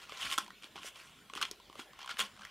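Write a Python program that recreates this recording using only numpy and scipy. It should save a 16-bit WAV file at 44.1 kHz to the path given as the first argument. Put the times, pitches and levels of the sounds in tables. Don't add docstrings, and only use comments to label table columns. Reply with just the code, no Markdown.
import sys
import numpy as np
from scipy import signal
from scipy.io import wavfile
from scipy.ndimage import uniform_filter1d

SR = 44100
rng = np.random.default_rng(int(sys.argv[2]) if len(sys.argv) > 2 else 0)


def digitize_waveform(pressure):
    field = np.atleast_2d(pressure).T
    bounded = np.clip(field, -1, 1)
    quanta = np.round(bounded * 32767).astype(np.int16)
    wavfile.write(sys.argv[1], SR, quanta)


def elevation(decibels):
    levels = np.asarray(decibels, float)
    return 10 ** (levels / 20)


N = 110250


def read(points, hz):
    f, value = np.transpose(points)
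    return np.interp(np.log(hz + 1), np.log(f + 1), value)


def evened(x):
    return x / np.sqrt(np.mean(x ** 2) + 1e-20)


def peaked(x):
    return x / (abs(x).max() + 1e-12)


def add(mix, s, sound):
    part = mix[round(s * SR):][:len(sound)]
    part += sound[:len(part)]


def wander(hz):
    return evened(signal.lfilter(*signal.butter(2, hz, fs=SR), rng.standard_normal(N)))


def smooth_patches(shape, bins, frames):
    patches = uniform_filter1d(rng.standard_normal(shape), size=bins, axis=0)
    return evened(uniform_filter1d(patches, size=frames, axis=1))


def coloured(x, db_of):
    gain_db = np.maximum(db_of(abs(np.fft.fftfreq(8192, 1 / SR))), -100)
    spectrum = np.exp(np.conj(signal.hilbert(np.log(elevation(gain_db)))))
    taps = np.fft.ifft(spectrum).real[:4096]
    return signal.oaconvolve(x, taps)[:len(x)]


def body(x):
    return signal.sosfilt(signal.butter(3, 5000, fs=SR, output="sos"), x)


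def treble(x):
    return signal.sosfilt(signal.butter(3, 5000, "high", fs=SR, output="sos"), x)


def band_boost_db(hz):
    # (frequency [Hz], width [Hz], boost [dB])
    modes = [(1079, 185, 11), (1400, 216, 9.5), (3210, 1130, 10), (4225, 270, 3)]
    return sum(db / (1 + (2 * (hz - f) / width) ** 2) for f, width, db in modes)


def sheet_db(hz):
    # (frequency [Hz], spectral level [dB])
    plate = [(150, -13.5), (600, -8), (1200, -5.5), (2200, 0.5), (4000, -6.5), (5000, -1.5), (9000, -3.5),
             (15500, -18)]
    return read(plate, hz) + band_boost_db(hz)


def air():
    # (frequency [Hz], spectral level [dB])
    air_colour = [(15, -50), (25, -5), (206, 2), (677, -3), (1100, -8.5), (1890, -4.5), (3160, -6.5),
                  (14400, -20), (16000, -20)]
    level_db, patch_db = -61.5, 3.4
    hz, _, z = signal.stft(rng.standard_normal(N + 1024), SR, nperseg=1024)
    colour_db = read(air_colour, hz) + 0.57 * band_boost_db(hz)
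    z = z * elevation(colour_db[:, None] + patch_db * smooth_patches(z.shape, 10, 6))
    return elevation(level_db) * evened(signal.istft(z, SR, nperseg=1024)[1][:N])


def mains_drone():
    level = elevation(-76 + 2 * wander(4))
    turns = np.cumsum(47 + 3 * wander(5)) / SR
    return level * np.sin(2 * np.pi * turns)


def hiss():
    # (frequency [Hz], spectral level [dB])
    hiss_colour = [(40, 0), (112, -2), (3600, -9.5), (15000, -6)]
    noise = coloured(rng.standard_normal(N), lambda hz: read(hiss_colour, hz))
    return elevation(-72) * evened(noise)


def stroke_grains():
    slips_per_s, size_spread_db, grain_s = 1200, 3.2, .0008
    smooth_db, clump_db, facet_db = -1, 1.2, 2.6
    sizes = elevation(size_spread_db * np.minimum(rng.exponential(1, N), 3))
    slips = sizes * (rng.random(N) < slips_per_s / SR)
    slips = signal.lfilter([1], [1, -np.exp(-1 / (grain_s * SR))], slips ** 2) ** .5
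    drive = evened(slips * rng.standard_normal(N)) + elevation(smooth_db) * rng.standard_normal(N)
    z = signal.stft(drive * elevation(clump_db * wander(40)), SR, nperseg=128)[2]
    z = z * elevation(facet_db * smooth_patches(z.shape, 2, 8))
    return evened(coloured(signal.istft(z, SR, nperseg=128)[1][:N], sheet_db))


def strokes():
    # (loudest time [s], rise [dB/s], fall [dB/s], level [dB], treble relative to level [dB])
    slides = [(0.028, 147, 345, -55.5, -6), (0.227, 237, 117, -49, 0), (0.263, 109, 364, -38, -10.5),
              (.328, 508, 414, -38.5, -1), (0.387, 3000, 310, -40, -3), (0.642, 402, 314, -51, -8),
              (0.759, 2993, 135, -50.5, -42), (0.874, 266, 440, -48, 3.5), (.96, 900, 66, -53, -4.5),
              (1.374, 679, 376, -42.5, -12), (1.431, 1505, 233, -41, -9.5), (1.799, 508, 386, -45.5, -5),
              (2.013, 280, 250, -48.5, -31), (2.108, 507, 409, -40.5, -12.5), (2.203, 911, 344, -30.5, -5),
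              (2.43, 138, 86, -56, -15)]
    t = np.arange(N) / SR
    grains = stroke_grains()
    low, top = np.zeros((2, N))
    for s, rise, fall, db, treble_db in slides:
        below_db = np.where(t < s, rise * (s - t), fall * (t - s))
        shape = elevation(db - np.minimum(below_db, 80))
        low = low + shape
        top = top + shape * elevation(treble_db)
    return low * body(grains) + top * treble(grains)


def snaps():
    # (time [s], body peak level [dB], ring frequency
    # [Hz], treble peak level [dB])
    creases = [(0.0182, -44.4, 1100, -51.3), (0.0952, -36.8, 1210, -46.4), (0.1216, -30.0, 2910, -56.5),
               (0.3009, -29.7, 3510, -38.6), (0.3141, -23.7, 3420, -33.6), (0.3225, -24.3, 3510, -31.5),
               (0.3261, -21.5, 3400, -29.2), (0.3396, -28.0, 3470, -37.1), (0.3788, -20.1, 3490, -25.0),
               (0.3796, -20.1, 1380, -24.0), (0.3839, -16.4, 1530, -21.0), (0.4453, -46.2, 2990, -42.4),
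               (0.4635, -39.8, 2000, -50.4), (0.4795, -40.3, 950, -54.0), (0.5049, -36.2, 1850, -53.1),
               (0.624, -39.5, 3210, -47.2), (0.6345, -38.0, 3190, -46.0), (0.6427, -33.2, 4350, -38.6),
               (0.7575, -36.2, 1120, -52.2), (0.764, -37.9, 1080, -48.5), (0.7784, -37.4, 1460, -57.4),
               (0.7867, -39.2, 1030, -55.7), (0.8319, -33.7, 2970, -43.9), (0.9579, -42.2, 1250, -51.5),
               (0.9999, -40.6, 2780, -54.3), (1.1893, -45.6, 3190, -59.0),
               (1.2986, -38.3, 1120, -52.3), (1.3365, -29.4, 2800, -36.7), (1.3521, -32.8, 1120, -34.7),
                   (1.3604, -35.3, 2760, -41.9), (1.3661, -34.7, 2910, -42.1), (1.3753, -32.5, 1250, -41.3),
                   (1.4061, -38.1, 1210, -50.3), (1.4141, -25.3, 1440, -27.9), (1.4171, -22.9, 1250, -30.9),
                   (1.4207, -27.6, 3290, -36.6), (1.4261, -18.3, 4260, -27.3), (1.43, -25.3, 1310, -31.2),
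                   (1.4523, -25.8, 3360, -37.4), (1.5126, -36.6, 5840, -29.2), (1.6, -45.1, 1060, -55.6),
                   (1.6986, -41.7, 1140, -55.5), (1.7279, -45.1, 1160, -56.6), (1.7551, -39.8, 1160, -52.1),
                   (1.7935, -33.3, 1140, -47.6), (1.7979, -37.0, 2580, -45.2), (1.9332, -42.6, 1080, -55.0),
               (1.9907, -36.2, 1120, -47.0), (2.0158, -40.9, 1010, -48.3), (2.0296, -37.1, 1120, -53.8),
                  (2.0448, -36.9, 1060, -61.4), (2.0604, -35.9, 1030, -42.1), (2.0765, -33.5, 1420, -48.3),
                  (2.0925, -30.0, 1510, -39.1), (2.1118, -29.5, 1440, -43.2), (2.1417, -40.1, 3380, -51.5),
                  (2.1704, -31.6, 2990, -45.8), (2.188, -33.1, 3120, -32.1), (2.1929, -21.0, 3770, -26.8),
                  (2.2023, -25.0, 3270, -22.0), (2.2096, -23.5, 2630, -31.7), (2.365, -43.7, 2130, -55.4),
                  (2.3749, -44.7, 1360, -58.6), (2.3929, -43.1, 1140, -61.8), (2.4106, -42.3, 1180, -48.9),
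                  (2.4195, -37.4, 1440, -56.5), (2.4335, -39.5, 1420, -57.1), (2.4507, -32.1, 2000, -38.8),
                  (2.4707, -42.9, 2370, -59.1)]
    attack_s, burst_s, after_s, after_db = .0004, .0011, .006, -20
    ring_cycles, ring_db = 5.5, -3
    body_trim_db, treble_trim_db = -1.2, -1
    t, out = np.arange(1500) / SR, np.zeros(N)
    decay = np.exp(-t / burst_s) + elevation(after_db) * np.exp(-t / after_s)
    envelope = np.minimum(t / attack_s, 1) * decay
    bass_cut = signal.butter(3, 880, "high", fs=SR, output="sos")
    for s, db, hz, treble_db in creases:
        noise, unevenness = rng.standard_normal((2, len(t)))
        burst = noise * elevation(3 * unevenness) * envelope
        facet = np.sin(2 * np.pi * hz * t) * np.exp(-3 * t * hz / ring_cycles)
        ring = signal.fftconvolve(burst, facet)[:len(t)]
        sheet = peaked(coloured(burst, sheet_db)) + elevation(ring_db) * peaked(ring)
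        sheet = signal.sosfilt(bass_cut, sheet)
        snap = elevation(db + body_trim_db) * peaked(body(sheet))
        snap = snap + elevation(treble_db + treble_trim_db) * peaked(treble(sheet))
        add(out, s - attack_s, snap)
    return out


def thuds():
    # (time [s], peak level [dB], pitch [Hz])
    knocks = [(0.122, -42.5, 540), (.382, -39.5, 300), (.643, -53.5, 304), (0.756, -47, 367),
              (.846, -43, 545), (1.301, -58, 250), (1.333, -46, 454), (1.359, -44.5, 327),
              (1.512, -43, 378), (1.697, -52, 340), (1.756, -47.5, 530), (1.792, -43, 307),
              (2.141, -55, 220), (2.192, -41, 464)]
    decay_cycles = 2.4
    t, out = np.arange(2500) / SR, np.zeros(N)
    for s, db, hz in knocks:
        envelope = np.minimum(t * hz, 1) * np.exp(-3 * t * hz / decay_cycles)
        add(out, s, elevation(db) * peaked(np.sin(2 * np.pi * hz * t) * envelope))
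    return out


def hums():
    # (loudest time [s], length [s], level [dB], frequency [Hz])
    presses = [
        (.255, .02, -59, 250),
        (.437, .03, -55, 205),
        (.505, .022, -61, 190),
        (.765, .02, -62, 160),
        (2.222, .045, -55, 201),
        (2.4, .05, -63, 202),
    ]
    waver_hz, rise_share = 7, .6
    t, out = np.arange(N) / SR, np.zeros(N)
    for s, length, db, hz in presses:
        turns = np.cumsum(hz + waver_hz * wander(24.9)) / SR
        reach = (t - s) / np.where(t < s, rise_share * length, length)
        out += elevation(db - 12 * reach ** 2 + 2 * wander(30)) * np.sin(2 * np.pi * turns)
    return out


def room(x):
    # (frequency [Hz], time to fall by 60 dB [s])
    decay_times = [(150, 0.09), (400, 0.36), (1040, 0.15), (2760, 0.14), (7280, 0.06)]
    taps = np.zeros(22000)
    at = np.arange(120, 21900, 20)
    taps[at + rng.integers(0, 20, len(at))] = rng.choice([-1., 1.], len(at))
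    hz, t, z = signal.stft(taps, SR, nperseg=128)
    t60 = np.maximum(read(decay_times, hz), .03)[:, None]
    tail = signal.istft(z * elevation(-60 * t / t60), SR, nperseg=128)[1]
    return signal.fftconvolve(x, tail / np.linalg.norm(tail))[:N]


def scene():
    paper = strokes() + snaps() + thuds() + hums()
    mid = paper + elevation(-12.5) * room(paper) + air() + mains_drone()
    side = elevation(-26) * room(2 * treble(paper) + .5 * paper) + hiss()
    return np.array([mid + side, mid - side])


def top_cut(x):
    return signal.sosfilt(signal.butter(12, 16830, fs=SR, output="sos"), x)


def record(dry):
    cut = signal.sosfilt(signal.butter(4, 36, "high", fs=SR, output="sos"), dry)
    edge = signal.firwin(101, 15700, window=("kaiser", 5), fs=SR)
    mix = signal.oaconvolve(cut, edge[None], "same")
    return top_cut(mix)


dry = scene()
out = record(dry)
digitize_waveform(out)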